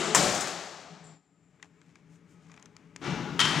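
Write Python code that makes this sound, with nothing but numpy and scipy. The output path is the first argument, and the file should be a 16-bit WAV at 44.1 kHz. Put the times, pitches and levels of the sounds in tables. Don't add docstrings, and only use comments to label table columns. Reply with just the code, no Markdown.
import sys
import numpy as np
from scipy import signal
from scipy.fft import rfft, irfft
from scipy.io import wavfile

SR = 44100
rng = np.random.default_rng(int(sys.argv[2]) if len(sys.argv) > 2 else 0)


def generate_wav(sig):
    pcm = np.round(np.clip(np.atleast_2d(sig).T, -1, 1) * 32767).astype(np.int16)
    wavfile.write(sys.argv[1], SR, pcm)


N = 158760

# start in seconds, level of body, boom and echo in dB, crack in dB.
SLAMS = [(0.1476, -18.5, -6), (.226, -28.5, -24), (.349, -39, -22.5), (.408, -45.5, -23),
         (.472, -44, -27.5)]
# frequency in Hz, relative level in dB, decay time t60 in seconds.
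PAIL_MODES = [(150, 1, .55), (178, -2, .55), (291, -4, .8), (346, -4, .8), (470, -6, .7), (576, -1, .65),
              (738, -2, .9), (765, -3, .7), (1076, -7, .8), (1150, -6, .7), (1295, -11, .9),
              (2283, -10, .4), (3125, -9, .3), (7208, -10, .45), (7620, -10, .4)]
# frequency in Hz, density in dB per Hz.
CRACK_COLOUR = [(100, -22), (500, -4), (1200, 2.5), (2300, -8.5), (4300, -14.5), (6000, -4), (7300, 2),
                (9000, -10), (11000, -20.5), (14500, -24), (17000, -42.5)]
# frequency in Hz, density in dB per Hz.
SLAM_COLOUR = [(40, -33), (100, -17), (150, -7), (300, -5), (500, -4.5), (700, -1), (950, -5.5), (1300, -6),
               (1800, -7.5), (2600, -10), (4200, -9.5), (7300, -8), (9000, -15.5), (11000, -25.5),
               (14000, -35), (16500, -49)]
# frequency in Hz, density in dB per Hz.
BOOM_COLOUR = [(30, -32), (70, -16), (110, -10.5), (150, -2.5), (200, -2), (240, -7.5), (290, -2),
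               (420, -10), (570, -4.5), (900, -19), (2500, -50.5)]
BOOM_DB, BOOM_BUILD_S, BOOM_T60_S = -7.5, 0.095, .48

# start in seconds, level in dB.
THUDS = [(3.076, -38), (3.558, -34.5)]
THUD_SOFT_HZ, THUD_T60_S = 350, 0.32

# start in seconds, echo in dB, crack in dB, ring in dB.
KNOCKS = [(3.3924, -35.5, -28.5, -29), (3.402, -36, -24, -38.5), (3.413, -66, -29, -38.5),
          (3.452, -55, -30.5, -49)]
# frequency in Hz, relative level in dB, decay time t60 in seconds.
HANDLE_MODES = [(1294, -10, 1.2), (1614, -9, .8), (1790, -13, .7), (1916, -12, .8), (2214, -12, .8),
                (2344, -13, .7), (3117, 0, .55), (3167, -3, .5), (3270, -2, .08), (3413, -8, .3),
                (5276, -14, .3), (7144, -19, .4)]
# frequency in Hz, density in dB per Hz.
KNOCK_COLOUR = [(100, -41.5), (600, -11), (850, -3.5), (1150, 1.5), (1700, 0), (2500, -4), (3150, 1.5),
                (4200, -5.5), (7000, -10.5), (10000, -20.5), (15000, -45), (17000, -42)]

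# frequency in Hz, relative level in dB, decay time t60 in seconds.
PING_MODES = [(7260, 0, 1.8), (7270, -8, 1.8), (7310, -7, 1.1), (7480, -9, .6), (7820, -13.5, .3)]
# frequency in Hz, density in dB per Hz.
PING_SHIMMER_COLOUR = [(1000, -48.5), (6000, -41), (6950, -25), (7130, 10), (7400, 4), (7900, -5.5),
                       (8600, -16), (11000, -46), (16000, -52.5)]
# frequency in Hz, density in dB per Hz.
PING_CLICK_COLOUR = [(1000, -45), (6600, -28), (7200, -2), (7900, 5.5), (8800, -7), (10500, -20.5),
                     (16000, -42)]
PING_S, PING_DB, SHIMMER_T60_S = 1.04, -59.5, 2.2

# time in seconds, grit level in dB.
DRAG = [(3.02, -38.5), (3.08, -36), (3.12, -61), (3.2, -57), (3.38, -47.5), (3.6, -30)]
# time in seconds, level in dB.
ROLL = [(2.98, -74.5), (3.03, -57), (3.08, -43.5), (3.14, -41.5), (3.25, -42.5), (3.38, -42.5), (3.44, -39),
        (3.52, -40.5), (3.6, -42)]
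# frequency in Hz, density in dB per Hz.
SCRAPE_COLOUR = [(180, -26), (300, 1.5), (519, -13.5), (856, -10), (1100, -12.5), (1360, -10.5),
                 (1510, -15), (2610, -16), (4830, -26.5), (6300, -26.5), (16000, -67.5)]
# frequency in Hz, density in dB per Hz.
RUMBLE_COLOUR = [(30, -29), (70, -17), (120, -5.5), (170, 4.5), (215, -5.5), (290, -5.5), (400, -13),
                 (600, -25), (1500, -59)]
DRAG_START_S = 3.015

# frequency in Hz, density in dB per Hz.
RIG_COLOUR = [(24, -56.5), (40, -23), (124, -19), (171, -0.5), (297, -11), (345, 2), (491, -8),
              (542, -11.5), (770, -8), (918, -14.5), (1270, -9.5), (1480, -14), (6330, -21), (7360, -16.5),
              (16000, -63.5)]
RIG_S, RIG_DB, RIG_CLATTER_S = -.2, -24, 0.27

# start in seconds, level in dB, treble tilt in dB per octave, hollow clack in dB.
TICKS = [(1.5983, -66, -13, -63), (1.627, -44.5, 0.5, -43), (1.631, -66, 1, -56),
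         (1.8156, -58.5, -0.5, -64.5), (1.956, -54, 0, -55.5), (2.4978, -54, -4, -60), (2.517, -53, 0, -59),
         (2.5408, -53.5, 0, -59), (2.5642, -62, 5, -62), (2.576, -53.5, -3, -54.5), (2.597, -58, 1.5, -66),
         (2.6259, -49, 4, -60), (2.658, -49, 3.5, -59), (2.766, -47.5, 3, -52.5), (2.962, -39, 2, -49)]
# frequency in Hz, density in dB per Hz.
TICK_COLOUR = [(50, -31.5), (200, -3), (700, -6.5), (1200, 7.5), (2100, -4), (3300, -1.5), (4300, -6.5),
               (5500, -1), (7000, 0.5), (9000, -14), (12500, -36), (14500, -37.5), (17000, -56)]
# frequency in Hz, density in dB per Hz.
CLACK_COLOUR = [(100, -38), (700, -21), (1100, -10), (1700, 1.5), (2400, 3.5), (2900, -13), (3700, -13),
                (5000, -26), (16000, -52)]

# centre in seconds, half width in seconds, level in dB, treble tilt in dB per octave.
SWISHES = [(1.645, 0.0224, -62.5, -7), (1.89, 0.062, -73.5, -4), (1.98, 0.036, -69.5, -7.5),
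           (2.14, 0.0436, -72, 0), (2.32, 0.039, -73, 4), (2.49, 0.13, -69.5, -5), (2.59, 0.14, -65.5, -10),
           (2.8, 0.082, -69.5, -9)]
# frequency in Hz, density in dB per Hz.
SWISH_COLOUR = [(100, -39), (700, -5.5), (1300, -5), (2500, -2.5), (4500, -5), (7000, 3), (10000, -11.5),
                (13000, -21.5), (17000, -33.5)]

# frequency in Hz, level before the swell in dB.
HUM = [(167, -52), (196, -65.5), (288, -63.5), (420, -66), (845, -76.5), (1270, -72.5), (2190, -79),
       (2310, -78.5)]
# time in seconds, gain in dB.
HUM_SWELL = [(.75, -2.5), (.95, 6), (1.15, 3.5), (1.5, -1), (2.0, -3), (2.5, 0), (3.0, -1.5)]
# frequency in Hz, density in dB per Hz.
AIR_COLOUR = [(18, -61.5), (30, -31.5), (118, -11), (161, -5.5), (210, -12.5), (287, -10.5), (384, -18.5),
              (426, -12.5), (540, -29), (584, -19.5), (684, -32), (822, -27), (1350, -27), (2170, -27.5),
              (4300, -40.5), (6550, -39), (16000, -67.5)]
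AIR_DB = -54

# frequency in Hz, decay time t60 in seconds.
ROOM_T60 = [(60, 0.97), (150, 1.2), (300, 1.25), (700, 1.78), (1500, 1.55), (4000, 1.466), (7500, 1.214),
            (10000, 0.89), (16000, 1.1)]
BUILD_S, BASS_BUILD_S = 0.0014, 0.11

# time in seconds, gain in dB.
LEVEL_DIP = [(1.135, -6.5), (1.21, -19.5), (1.33, -18.5), (1.55, -11.5), (1.8, -10), (2.2, -8),
             (2.55, -7.5), (2.95, -5.5), (3.05, 5)]
LEFT_DB = 7.65
CEILING, TOP_HZ = .85, 16500


def amp(db):
    return 10 ** (np.asarray(db) / 20)


def clock():
    return np.arange(N) / SR


def unit(x, span_s=None):
    end = N if span_s is None else int(span_s * SR)
    return x / np.sqrt(np.mean(x[:end] ** 2))


def at_hz(points, hz):
    f, v = np.array(points, float).T
    return np.interp(np.log(np.maximum(hz, 1)), np.log(f), v)


def gain_curve(points):
    times, levels = np.array(points, float).T
    return amp(np.interp(clock(), times, levels))


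def conv(x, h):
    return signal.fftconvolve(x, h)[:N]


def colour(x, points, tilt_db=0, size=4096):
    f = np.maximum(np.fft.rfftfreq(size, 1 / SR), 1)
    octaves = np.log2(np.maximum(f / 1000, 1))
    cepstrum = irfft(np.log(amp(at_hz(points, f) + tilt_db * octaves)))
    cepstrum[1:size // 2] *= 2
    cepstrum[size // 2 + 1:] = 0
    return conv(x, irfft(np.exp(rfft(cepstrum))))


def add(out, x, start_s):
    i = int(start_s * SR)
    x, i = x[max(-i, 0):], max(i, 0)
    out[i:i + len(x)] += x[:N - i]


def fade(t60):
    return np.exp(-np.log(1000) * clock() / max(abs(t60), 1e-3))


def walk(rate_hz):
    f = np.fft.rfftfreq(N, 1 / SR)
    spectrum = rfft(rng.standard_normal(N)) * np.exp(-(f / rate_hz) ** 2)
    return unit(irfft(spectrum, N))


def ring(modes, flutter):
    t, out = clock(), np.zeros(N)
    for hz, db, t60 in modes:
        strength = amp(db) * fade(t60) * (1 + flutter * walk(22))
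        out += strength * np.sin(2 * np.pi * (hz * t + rng.random()))
    return out


def room():
    f, noise = np.fft.rfftfreq(N, 1 / SR), rfft(rng.standard_normal(N))
    out = np.zeros(N)
    centres = np.geomspace(50, 16000, 14)
    for hz, pick in zip(centres, np.eye(len(centres))):
        band = irfft(noise * at_hz(np.c_[centres, pick], f), N)
        build_s = BUILD_S + BASS_BUILD_S / (1 + (hz / 450) ** 2)
        out += band * fade(at_hz(ROOM_T60, hz)) * (1 - np.exp(-clock() / build_s))
    return out


def chatter(rate, spread_db):
    happens = rng.random(N) < rate / SR
    sign = rng.choice([-1, 1], N)
    return happens * sign * amp(spread_db * rng.standard_normal(N))


def crack(t60, shiver_db, shiver_t60):
    return rng.standard_normal(N) * (fade(t60) + amp(shiver_db) * fade(shiver_t60))


def slams():
    out, t = np.zeros(N), clock()
    for s, db, crack_db in SLAMS:
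        contact = crack(t60=0.0085, shiver_db=-2.5, shiver_t60=0.17)
        hit = unit(colour(contact, CRACK_COLOUR), .003)
        body = unit(ring(PAIL_MODES, flutter=0.45) * (1 - np.exp(-t / .02)), .1)
        boom_envelope = fade(BOOM_T60_S) * (1 - np.exp(-t / BOOM_BUILD_S)) ** 2
        boom = unit(colour(rng.standard_normal(N), BOOM_COLOUR) * boom_envelope, .15)
        echo = unit(colour(room(), SLAM_COLOUR), 0.13)
        resonance = amp(-8) * body + amp(BOOM_DB) * boom + amp(-1.5) * echo
        add(out, amp(crack_db) * hit + amp(db) * resonance, s)
    return out


def thuds():
    out = np.zeros(N)
    low_modes = []
    for hz, db, t60 in PAIL_MODES:
        loss_db = 20 * np.log10(1 + (hz / THUD_SOFT_HZ) ** 4)
        low_modes.append((hz, db - loss_db, t60))
    envelope = fade(THUD_T60_S) * (1 - fade(0.034))
    for s, db in THUDS:
        add(out, amp(db) * unit(ring(low_modes, flutter=0.374) * envelope, 0.02), s)
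    return out


def knocks():
    out = np.zeros(N)
    for s, db, crack_db, ring_db in KNOCKS:
        contact = crack(t60=.05, shiver_db=-27, shiver_t60=0.165)
        hit = unit(colour(contact, KNOCK_COLOUR), 0.004)
        echo = unit(colour(room(), KNOCK_COLOUR), 0.0514)
        wire = unit(ring(HANDLE_MODES, flutter=0.091), 0.00747)
        add(out, amp(crack_db) * hit + amp(db) * echo + amp(ring_db) * wire, s)
    return out


def ping():
    out = np.zeros(N)
    click = unit(colour(rng.standard_normal(N), PING_CLICK_COLOUR) * fade(0.27), .03)
    wire = unit(ring(PING_MODES, flutter=0.88), 0.096)
    shimmer = unit(colour(rng.standard_normal(N), PING_SHIMMER_COLOUR) * fade(SHIMMER_T60_S), 0.102)
    shimmer = shimmer * amp(1.97 * walk(9.2))
    mix = amp(-1.5) * click + amp(-3) * wire + amp(0.5) * shimmer
    add(out, amp(PING_DB) * mix, PING_S)
    return out


def drag():
    grit = unit(colour(chatter(2500, 1.3), SCRAPE_COLOUR))
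    grit = grit * gain_curve(DRAG) * (clock() > DRAG_START_S)
    echo = room()
    scrape = amp(-8) * grit + conv(grit, echo / np.linalg.norm(echo))
    rumble = unit(colour(chatter(900, 0.8), RUMBLE_COLOUR)) * gain_curve(ROLL)
    return scrape + rumble


def rig():
    out = np.zeros(N)
    contacts = chatter(300, 2) * (clock() < RIG_CLATTER_S) * fade(1.9)
    clatter = unit(colour(conv(contacts, room()), RIG_COLOUR), 0.27)
    add(out, amp(RIG_DB) * clatter, RIG_S)
    return out


def ticks():
    out = np.zeros(N)
    for s, db, tilt_db, clack_db in TICKS:
        contact = crack(t60=0.0087, shiver_db=-31.5, shiver_t60=0.099)
        snap = unit(colour(contact, TICK_COLOUR, tilt_db), 0.0019)
        clack = unit(colour(rng.standard_normal(N) * fade(0.022), CLACK_COLOUR), 0.0028)
        add(out, amp(db) * snap + amp(clack_db) * clack, s)
    return out


def swishes():
    out = np.zeros(N)
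    for s, width_s, db, tilt_db in SWISHES:
        rub = unit(colour(chatter(3000, 4.35), SWISH_COLOUR, tilt_db))
        out += amp(db) * rub * np.exp(-((clock() - s) / width_s) ** 2)
    return out


def ventilation():
    turn = 2 * np.pi * clock()
    hum = np.zeros(N)
    for hz, db in HUM:
        hum += amp(db) * (walk(11.6) * np.sin(hz * turn) + walk(11) * np.cos(hz * turn))
    air = amp(AIR_DB) * unit(colour(rng.standard_normal(N), AIR_COLOUR)) * amp(0.6 * walk(8.1))
    return hum * gain_curve(HUM_SWELL) + air


def scene():
    dipped = slams() + thuds() + knocks() + ping() + drag() + rig() + ventilation()
    mono = dipped * gain_curve(LEVEL_DIP) + ticks() + swishes()
    sides = np.array([[amp(LEFT_DB)], [1]])
    return mono * sides / sides.mean()


def record(dry):
    rounded = CEILING * np.tanh(dry / CEILING)
    low_pass = signal.ellip(8, .2, 70, TOP_HZ, fs=SR, output="sos")
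    return signal.sosfilt(low_pass, rounded)


dry = scene()
out = record(dry)
generate_wav(out)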